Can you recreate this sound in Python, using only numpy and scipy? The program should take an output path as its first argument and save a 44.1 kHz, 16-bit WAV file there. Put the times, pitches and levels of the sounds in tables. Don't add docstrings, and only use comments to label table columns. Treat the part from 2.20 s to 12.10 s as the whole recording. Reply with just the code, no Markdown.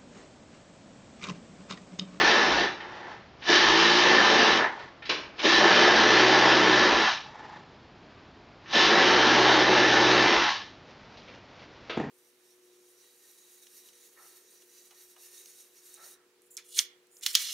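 import sys
import numpy as np
from scipy import signal
from scipy.fft import rfft, irfft, next_fast_len
from scipy.io import wavfile
from scipy.ndimage import uniform_filter1d, map_coordinates

SR = 44100
rng = np.random.default_rng(int(sys.argv[2]) if len(sys.argv) > 2 else 0)


def generate_wav(signal):
    frames = np.transpose(np.atleast_2d(signal))
    scaled = np.clip(frames, -1, 1) * 32767
    pcm = np.round(scaled).astype(np.int16)
    wavfile.write(sys.argv[1], SR, pcm)


N = 436590
T = np.arange(N) / SR

# full rattle reached in s, switch released in s, rattle collapses in s, bench joins in s,
# top speed in Hz, spin-up time constant in s, braking in Hz/s, extra casing-mode level in dB, collapse in dB/s,
# gears outlast the casing in s, bench outlasts the casing in s, rattle level in dB.
BURST_TABLE = [(-1, .11, .43, -1, 61, .14, 38, 6, 105, -.02, 0, -22.3),
               (1.3, 2.23, 2.45, 1.86, 62, .215, 100, 0, 160, -.08, -.02, -21),
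               (3.255, 4.62, 4.89, 3.42, 62.6, .145, 80, 1, 140, .03, -.09, -21),
               (6.555, 8.06, 8.28, 6.72, 63, .13, 92, -2, 120, .03, -.12, -21.5)]
BURST_COLUMNS = ["bite_s", "release_s", "collapse_s", "join_s", "top_hz", "lag_s", "brake_hz_per_s",
                 "casing_mode_db", "fall_db_per_s", "gears_late_s", "bench_late_s", "rattle_db"]
BURSTS = [dict(zip(BURST_COLUMNS, row)) for row in BURST_TABLE]
# start in s, end in s, scrape level in dB, rattle over the scrape in dB.
COAST_SPANS = [(.64, .93, -49, 3.5), (2.56, 2.62, -46, 1), (5.18, 5.36, -48, -5)]
# speed in Hz, first order in dB, second order in dB, higher orders in dB.
SHAFT_ANSWER = [(35, -80, -80, -50), (43, -64, -60, -40), (49, -55, -66, -37), (52.5, -46, -62, -36),
                (55.5, -60, -60, -33), (58.5, -60, -57, -31), (60.3, -58, -55, -36), (61.3, -52, -53, -45),
                (62, -48, -49, -38), (62.5, -55, -43, -33.5), (63, -51, -41.5, -35)]
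# frequency in Hz, gain in dB.
BENCH_ANSWER = [(140, -12), (190, -10.5), (250, -9.5), (285, -19.5), (315, 1), (345, 2), (375, 0.5),
                (410, -5), (460, -6), (520, -16.5), (640, -8)]
# frequency in Hz, width in Hz, lift over the broad colour in dB.
RIG_MODES = [(200, 30, 4), (340, 90, 5), (425, 40, 4), (600, 70, 4), (765, 25, 5), (845, 50, 7),
             (935, 45, 4), (1100, 25, 5), (1335, 50, 3), (1545, 30, 3), (1660, 30, 4), (1735, 70, 5),
             (1795, 50, 4), (1935, 30, 4), (2030, 30, 4), (2680, 40, 5), (2900, 40, 6), (3075, 70, 6),
             (3550, 140, 4), (3890, 70, 5), (4150, 45, 4), (4600, 60, 5), (4940, 70, 2), (5240, 50, 5),
             (5500, 60, 3), (5990, 50, 5)]
# frequency in Hz, relative spectrum in dB.
RIG_COLOUR = [(40, -49), (90, -36.5), (140, -18), (270, -8.5), (500, -5.5), (715, -8.5), (1200, -8.5),
              (2300, -9.5), (3300, -9.5), (4800, -14), (5700, -16), (6400, -23), (7000, -32.5),
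              (7500, -43.5)]
# frequency in Hz, width before squaring in Hz, relative gain in dB.
LOUD_MODES = [(345, 80, 0), (1765, 120, 0), (3920, 80, 0)]
# level over the rattle in dB, extra at the bite in dB,
# fade in spin-up time constants, extra once released in dB, random wander in dB.
MODE_LEVELS = [(-17, 14, .8, 0, 2.5), (-11, 7, 2, -3, 2.5), (-19, 4, 3, 4, 2.5)]
# start in s, level before a common trim in dB, strongest answer in Hz, ring gain in dB,
# rise time constant in s, crack fall-off one octave away in dB (sign ignored).
CLANKS = [(.51, -33.5, 2500, -14, .004, 1), (.603, -30, 1800, -1, .004, 3), (.745, -41, 3000, -16, .004, 4),
          (1.221, -32, 1900, -4, .002, 4.5), (2.59, -36, 1800, -3, .005, 1),
          (2.821, -31, 1800, 3, .006, 3.5), (2.853, -25, 3940, -3, .008, -2.5),
          (2.8922, -10.5, 2570, -12, 0.0038, 1), (3.18, -30, 2980, -13, .004, 0),
          (3.191, -20, 3050, -17, 0.0046, 1.5), (6.458, -38.5, 1900, 0, .002, 5),
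          (8.9715, -42, 4500, -15, 0.00087, 5), (9.079, -42, 2250, -1, .002, 4),
          (9.392, -44.5, 2900, -8, .002, 2), (9.6955, -20.5, 1250, -4, 0.0032, 1.5)]
# frequency in Hz, relative level in dB, t60 in s.
METAL_MODES = [(1200, -4, .06), (1800, 0, .07), (2250, -3, .06), (2480, -2, .05), (2900, 0, .05),
               (3940, 0, .08), (4620, -6, .04), (5400, -5, .06)]
# frequency in Hz, relative spectrum in dB.
CRACK_COLOUR = [(50, -24.5), (120, -7), (330, 3), (800, -5), (1600, -6), (2600, -3.5), (4200, -6.5),
                (5600, -14.5), (6500, -20.5), (7500, -39)]
# frequency in Hz, width in Hz, relative gain in dB.
DRAG_MODES = [(860, 90, 0), (1880, 300, -13), (3300, 800, -24)]
# time in s, level in dB.
RUSTLE_LEVEL = [(8.55, -70), (8.65, -59), (8.88, -59), (9.09, -52), (9.17, -58), (9.43, -58), (9.62, -61),
                (9.69, -54), (9.72, -80)]
# frequency in Hz, relative spectrum in dB.
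CLOTH_COLOUR = [(290, -28), (500, 2), (775, -10), (906, -2), (1030, -7.5), (2220, -5.5), (5840, -15.5),
                (7310, -32.5), (9500, -68), (16100, -120)]
# start in s, level before a common gain in dB.
THUMPS = [(9.7683, -19), (9.773, -9.5), (9.782, -22), (9.799, -12), (9.814, -23), (9.845, -34),
          (9.855, -26)]
# frequency in Hz, width in Hz, relative gain in dB.
WOOD_MODES = [(150, 47, 0), (270, 70, 2.5), (376, 130, 0.5), (563, 110, -5.5), (700, 150, -4),
              (980, 200, -7), (1250, 200, -8), (1800, 300, -10), (2400, 400, -13)]
# frequency in Hz, relative spectrum in dB.
AIR_COLOUR = [(15, -52.5), (25, -16.5), (43, -9.5), (129, -3.5), (188, -5), (296, -5.5), (393, -8),
              (562, -10.5), (603, -8), (712, -10), (802, -10), (4880, -24.5), (7310, -41), (9500, -75.5),
              (16100, -120)]
# frequency in Hz, t60 in s.
WALL_DECAY = [(150, 0.57), (1000, 0.67), (4000, 0.39), (7500, 0.46)]

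BITE_HZ = 37
RISE_DB_PER_S, SAG_DB_PER_S, TIRING_DB_PER_S = 400, 14, 1
COAST_RISE_DB_PER_S, COAST_FALL_DB_PER_S = 40, 120
HUM_HOLDS_DB = -27
FREEWHEEL_DB = -5
BENCH_DB, BENCH_HUSH_DB, BENCH_JOIN_S = -5.2, -10, .05
GEARS_DB, GEARS_COAST_DB = -2.9, -7
CASING_HUSH_DB, GEARS_LEAD_DB = -2.5, 1.2
JOLT_DB, JOLT_S = 13, .045
AIR_DB = -52.5


def amp(db):
    return 10 ** (np.asarray(db) / 20)


def unit(x):
    return x / np.sqrt(np.mean(x ** 2) + 1e-20)


def along(points, hz):
    point_hz, value = np.transpose(points)
    return np.interp(np.log(hz + 1), np.log(point_hz + 1), value)


def wobble(rate_hz):
    coarse_s = T[::64]
    knots = rng.standard_normal(int(N * rate_hz / SR) + 4)
    return np.interp(T, coarse_s, map_coordinates(knots, [coarse_s * rate_hz]))


def filtered(x, response):
    size = next_fast_len(len(x) + SR // 2)
    return irfft(rfft(x, size) * response(np.fft.rfftfreq(size, 1 / SR)), size)[:len(x)]


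def resonant(modes):
    def one(hz, k, centre_hz, width_hz, db):
        damping = 1j * hz * width_hz
        return (-1) ** k * amp(db) * damping / (centre_hz ** 2 - hz ** 2 + damping)
    return lambda hz: sum(one(hz, k, *mode) for k, mode in enumerate(modes))


def noise(spectrum):
    return unit(filtered(rng.standard_normal(N), lambda hz: amp(along(spectrum, hz))))


def impacts(rate_hz, spread_db):
    struck = rng.random(N) < rate_hz / SR
    sign = rng.choice([-1, 1], N)
    return struck * sign * amp(spread_db * rng.standard_normal(N).clip(-2, 2))


def room(x):
    hz, t, z = signal.stft(rng.standard_normal(SR * 3 // 4), SR, nperseg=256)
    t60_s = np.clip(along(WALL_DECAY, hz), .05, 2)[:, None]
    tail = signal.istft(z * amp(-60 * t / t60_s), SR, nperseg=256)[1]
    delayed = np.pad(x, (300, 0))
    return signal.fftconvolve(delayed, tail / np.linalg.norm(tail))[:len(x)]


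def patchy(x, depth_db):
    z = signal.stft(x, nperseg=512)[2]
    across_hz = uniform_filter1d(rng.standard_normal(z.shape), size=3, axis=0)
    field = uniform_filter1d(across_hz, size=16, axis=1)
    return signal.istft(z * amp(depth_db * unit(field)), nperseg=512)[1][:N]


def past(s):
    return np.clip(T - s, 0, None)


def until(s):
    return np.clip(s - T, 0, None)


def steady(burst):
    return 0


def released(burst):
    return np.clip(past(burst["release_s"]) / .08, 0, 1)


def kick(burst, fade_s):
    return np.clip(1 - until(burst["bite_s"]) / .03, 0, 1) * np.exp(-past(burst["bite_s"]) / fade_s)


def speed_hz():
    def run(b):
        lag = np.exp(np.clip((b["bite_s"] - T) / b["lag_s"], None, 3))
        spun_up = b["top_hz"] - (b["top_hz"] - BITE_HZ) * lag
        return spun_up - b["brake_hz_per_s"] * past(b["release_s"])
    return np.max([0 * T] + [run(b) for b in BURSTS], axis=0)


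def shake_db(late_s, extra_db):
    def level_db(b):
        rise = -RISE_DB_PER_S * until(b["bite_s"])
        tiring = -TIRING_DB_PER_S * past(max(b["bite_s"], 0))
        sag = -SAG_DB_PER_S * past(b["release_s"])
        collapse = -b["fall_db_per_s"] * past(b["collapse_s"] + late_s(b))
        return b["rattle_db"] + rise + tiring + sag + collapse + extra_db(b)
    return np.max([level_db(b) for b in BURSTS], axis=0)


def coast_db(rattle_share):
    def level_db(start_s, end_s, db, over_db):
        edges = -COAST_RISE_DB_PER_S * until(start_s) - COAST_FALL_DB_PER_S * past(end_s)
        return db + rattle_share * over_db + edges
    return np.max([level_db(*row) for row in COAST_SPANS], axis=0)


def shaft():
    speed = speed_hz()
    answer_hz, *answers = np.transpose(SHAFT_ANSWER)
    first_db, second_db, knock_db = [np.interp(speed, answer_hz, db, left=-120) for db in answers]
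    freewheel = sum(released(b) * (T < b["collapse_s"] + .5) for b in BURSTS)
    knock_db = knock_db + FREEWHEEL_DB * freewheel
    angle = 2 * np.pi * np.cumsum(speed) / SR
    hum = amp(first_db + 1.5 * wobble(4)) * np.sin(angle) + amp(second_db) * np.sin(2 * angle)
    knock = 0
    for k in range(3, 11):
        gain = amp(along(BENCH_ANSWER, k * speed) + 2 * wobble(8))
        knock = knock + gain * np.sin(k * angle + .3 * wobble(6) + 2 * np.pi * rng.random())
    hold_db = np.clip(shake_db(lambda b: b["bench_late_s"] / 2, steady) - HUM_HOLDS_DB, None, 0)
    return np.sqrt(2) * amp(hold_db) * (hum + amp(knock_db) * knock), angle


def rattle(angle):
    blows = impacts(rate_hz=7000, spread_db=4) * (1 + .08 * np.cos(angle))

    def rig(hz):
        lift_db = sum(db / (1 + (2 * (hz - c) / width) ** 2) for c, width, db in RIG_MODES)
        return amp(along(RIG_COLOUR, hz) + lift_db)
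    ringing = filtered(blows, rig)
    ringing = ringing + amp(-4) * room(ringing)
    ringing = patchy(ringing, depth_db=1)

    def below(hz, edge_hz):
        return 1 / (1 + (hz / edge_hz) ** 12)
    bench = filtered(ringing, lambda hz: below(hz, 700))
    gears = filtered(ringing, lambda hz: 1 - below(hz, 2300))
    casing = ringing - bench - gears

    def apart(b):
        return np.clip(until(b["join_s"]) / BENCH_JOIN_S, 0, 1)

    def bench_extra_db(b):
        return BENCH_HUSH_DB * apart(b) + JOLT_DB * kick(b, JOLT_S)
    coast = coast_db(rattle_share=1)

    def levelled(part, db, late_s, extra_db, coast_extra_db):
        level_db = db + np.maximum(shake_db(late_s, extra_db), coast + coast_extra_db)
        return unit(part) * amp(level_db + .6 * wobble(14))
    return (levelled(casing, 0, steady, lambda b: CASING_HUSH_DB * apart(b), 0)
            + levelled(bench, BENCH_DB, lambda b: b["bench_late_s"], bench_extra_db, 0)
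            + levelled(gears, GEARS_DB, lambda b: b["gears_late_s"], lambda b: GEARS_LEAD_DB * apart(b),
                       GEARS_COAST_DB))


def singing():
    per_burst = [(lambda b: b["bench_late_s"], steady), (steady, lambda b: b["casing_mode_db"]),
                 (lambda b: b["gears_late_s"], steady)]

    def sung(mode, late_s, more_db, db, bite_db, fade_lags, free_db, wander_db):
        def extra_db(b):
            return db + more_db(b) + bite_db * kick(b, fade_lags * b["lag_s"]) + free_db * released(b)
        level_db = wander_db * wobble(9) + shake_db(late_s, extra_db)
        band = filtered(impacts(rate_hz=3000, spread_db=5), lambda hz: resonant([mode])(hz) ** 2)
        return amp(level_db) * unit(band)
    return sum(sung(mode, *own, *row) for mode, own, row in zip(LOUD_MODES, per_burst, MODE_LEVELS))


def room_tone():
    return amp(AIR_DB + 0.37 * wobble(5.4)) * noise(AIR_COLOUR)


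def clanks():
    out, t = np.zeros(N + SR), np.arange(SR * 3 // 4) / SR
    for start_s, db, centre_hz, ring_db, rise_s, focus_db in CLANKS:
        def near_db(hz, slope_db):
            return -slope_db * np.log2((hz + 50) / centre_hz) ** 2
        ring = 0
        for hz, mode_db, t60_s in METAL_MODES:
            level_db = mode_db + near_db(hz, 40) + rng.normal(0, 1.6)
            ring = ring + amp(level_db - 60 * t / t60_s) * np.sin(2 * np.pi * hz * t)
        crack = unit(filtered(rng.standard_normal(len(t)),
                              lambda hz: amp(along(CRACK_COLOUR, hz) + near_db(hz, abs(focus_db)))))
        hit = amp(ring_db) * ring + crack * amp(-60 * t / .11)
        hit = hit * (1 - np.exp(-t / abs(rise_s)))
        out[round(start_s * SR):][:len(t)] += amp(db - 6.5) * (hit + amp(-0.5) * room(hit))
    return out[:N]


def coasting():
    flutter = 1 + .5 * np.cos(2 * np.pi * 28 * T + 2 * wobble(6.6))
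    scrape = filtered(impacts(rate_hz=2500, spread_db=3) * flutter, resonant(DRAG_MODES))
    return amp(coast_db(rattle_share=0)) * unit(scrape + amp(-11.5) * room(scrape))


def rustle():
    level_db = np.interp(T, *np.transpose(RUSTLE_LEVEL), left=-120, right=-120)
    grains = filtered(impacts(rate_hz=3000, spread_db=3.5), lambda hz: amp(along(CLOTH_COLOUR, hz)))
    return amp(level_db + 2.5 * wobble(25)) * unit(grains)


def thumps():
    blows, t = np.zeros(N), np.arange(SR // 50) / SR
    for start_s, db in THUMPS:
        grit = .3 * np.exp(-t / .005) * rng.standard_normal(len(t))
        push = t / .0003 * np.exp(-t / .0003) + grit
        blows[round(start_s * SR):][:len(t)] += amp(db + 20.5) * push / np.linalg.norm(push)
    knock = filtered(blows, lambda hz: resonant(WOOD_MODES)(hz) * hz / (hz - 100j))
    return knock + amp(-1) * room(knock)


def scene():
    hum, angle = shaft()
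    machine = hum + rattle(angle) + singing() + coasting()
    mono = machine + room_tone() + clanks() + rustle() + thumps()
    return np.array([mono, mono])


def record(dry):
    soft = dry / (1 + np.abs(dry / .62) ** 4) ** .25

    def edge(hz):
        return amp(-20 * np.clip((hz - 7350) / 350, 0, 1) ** 2) * (hz < 7700)
    return np.array([filtered(channel, edge) for channel in soft])


dry = scene()
out = record(dry)
generate_wav(out)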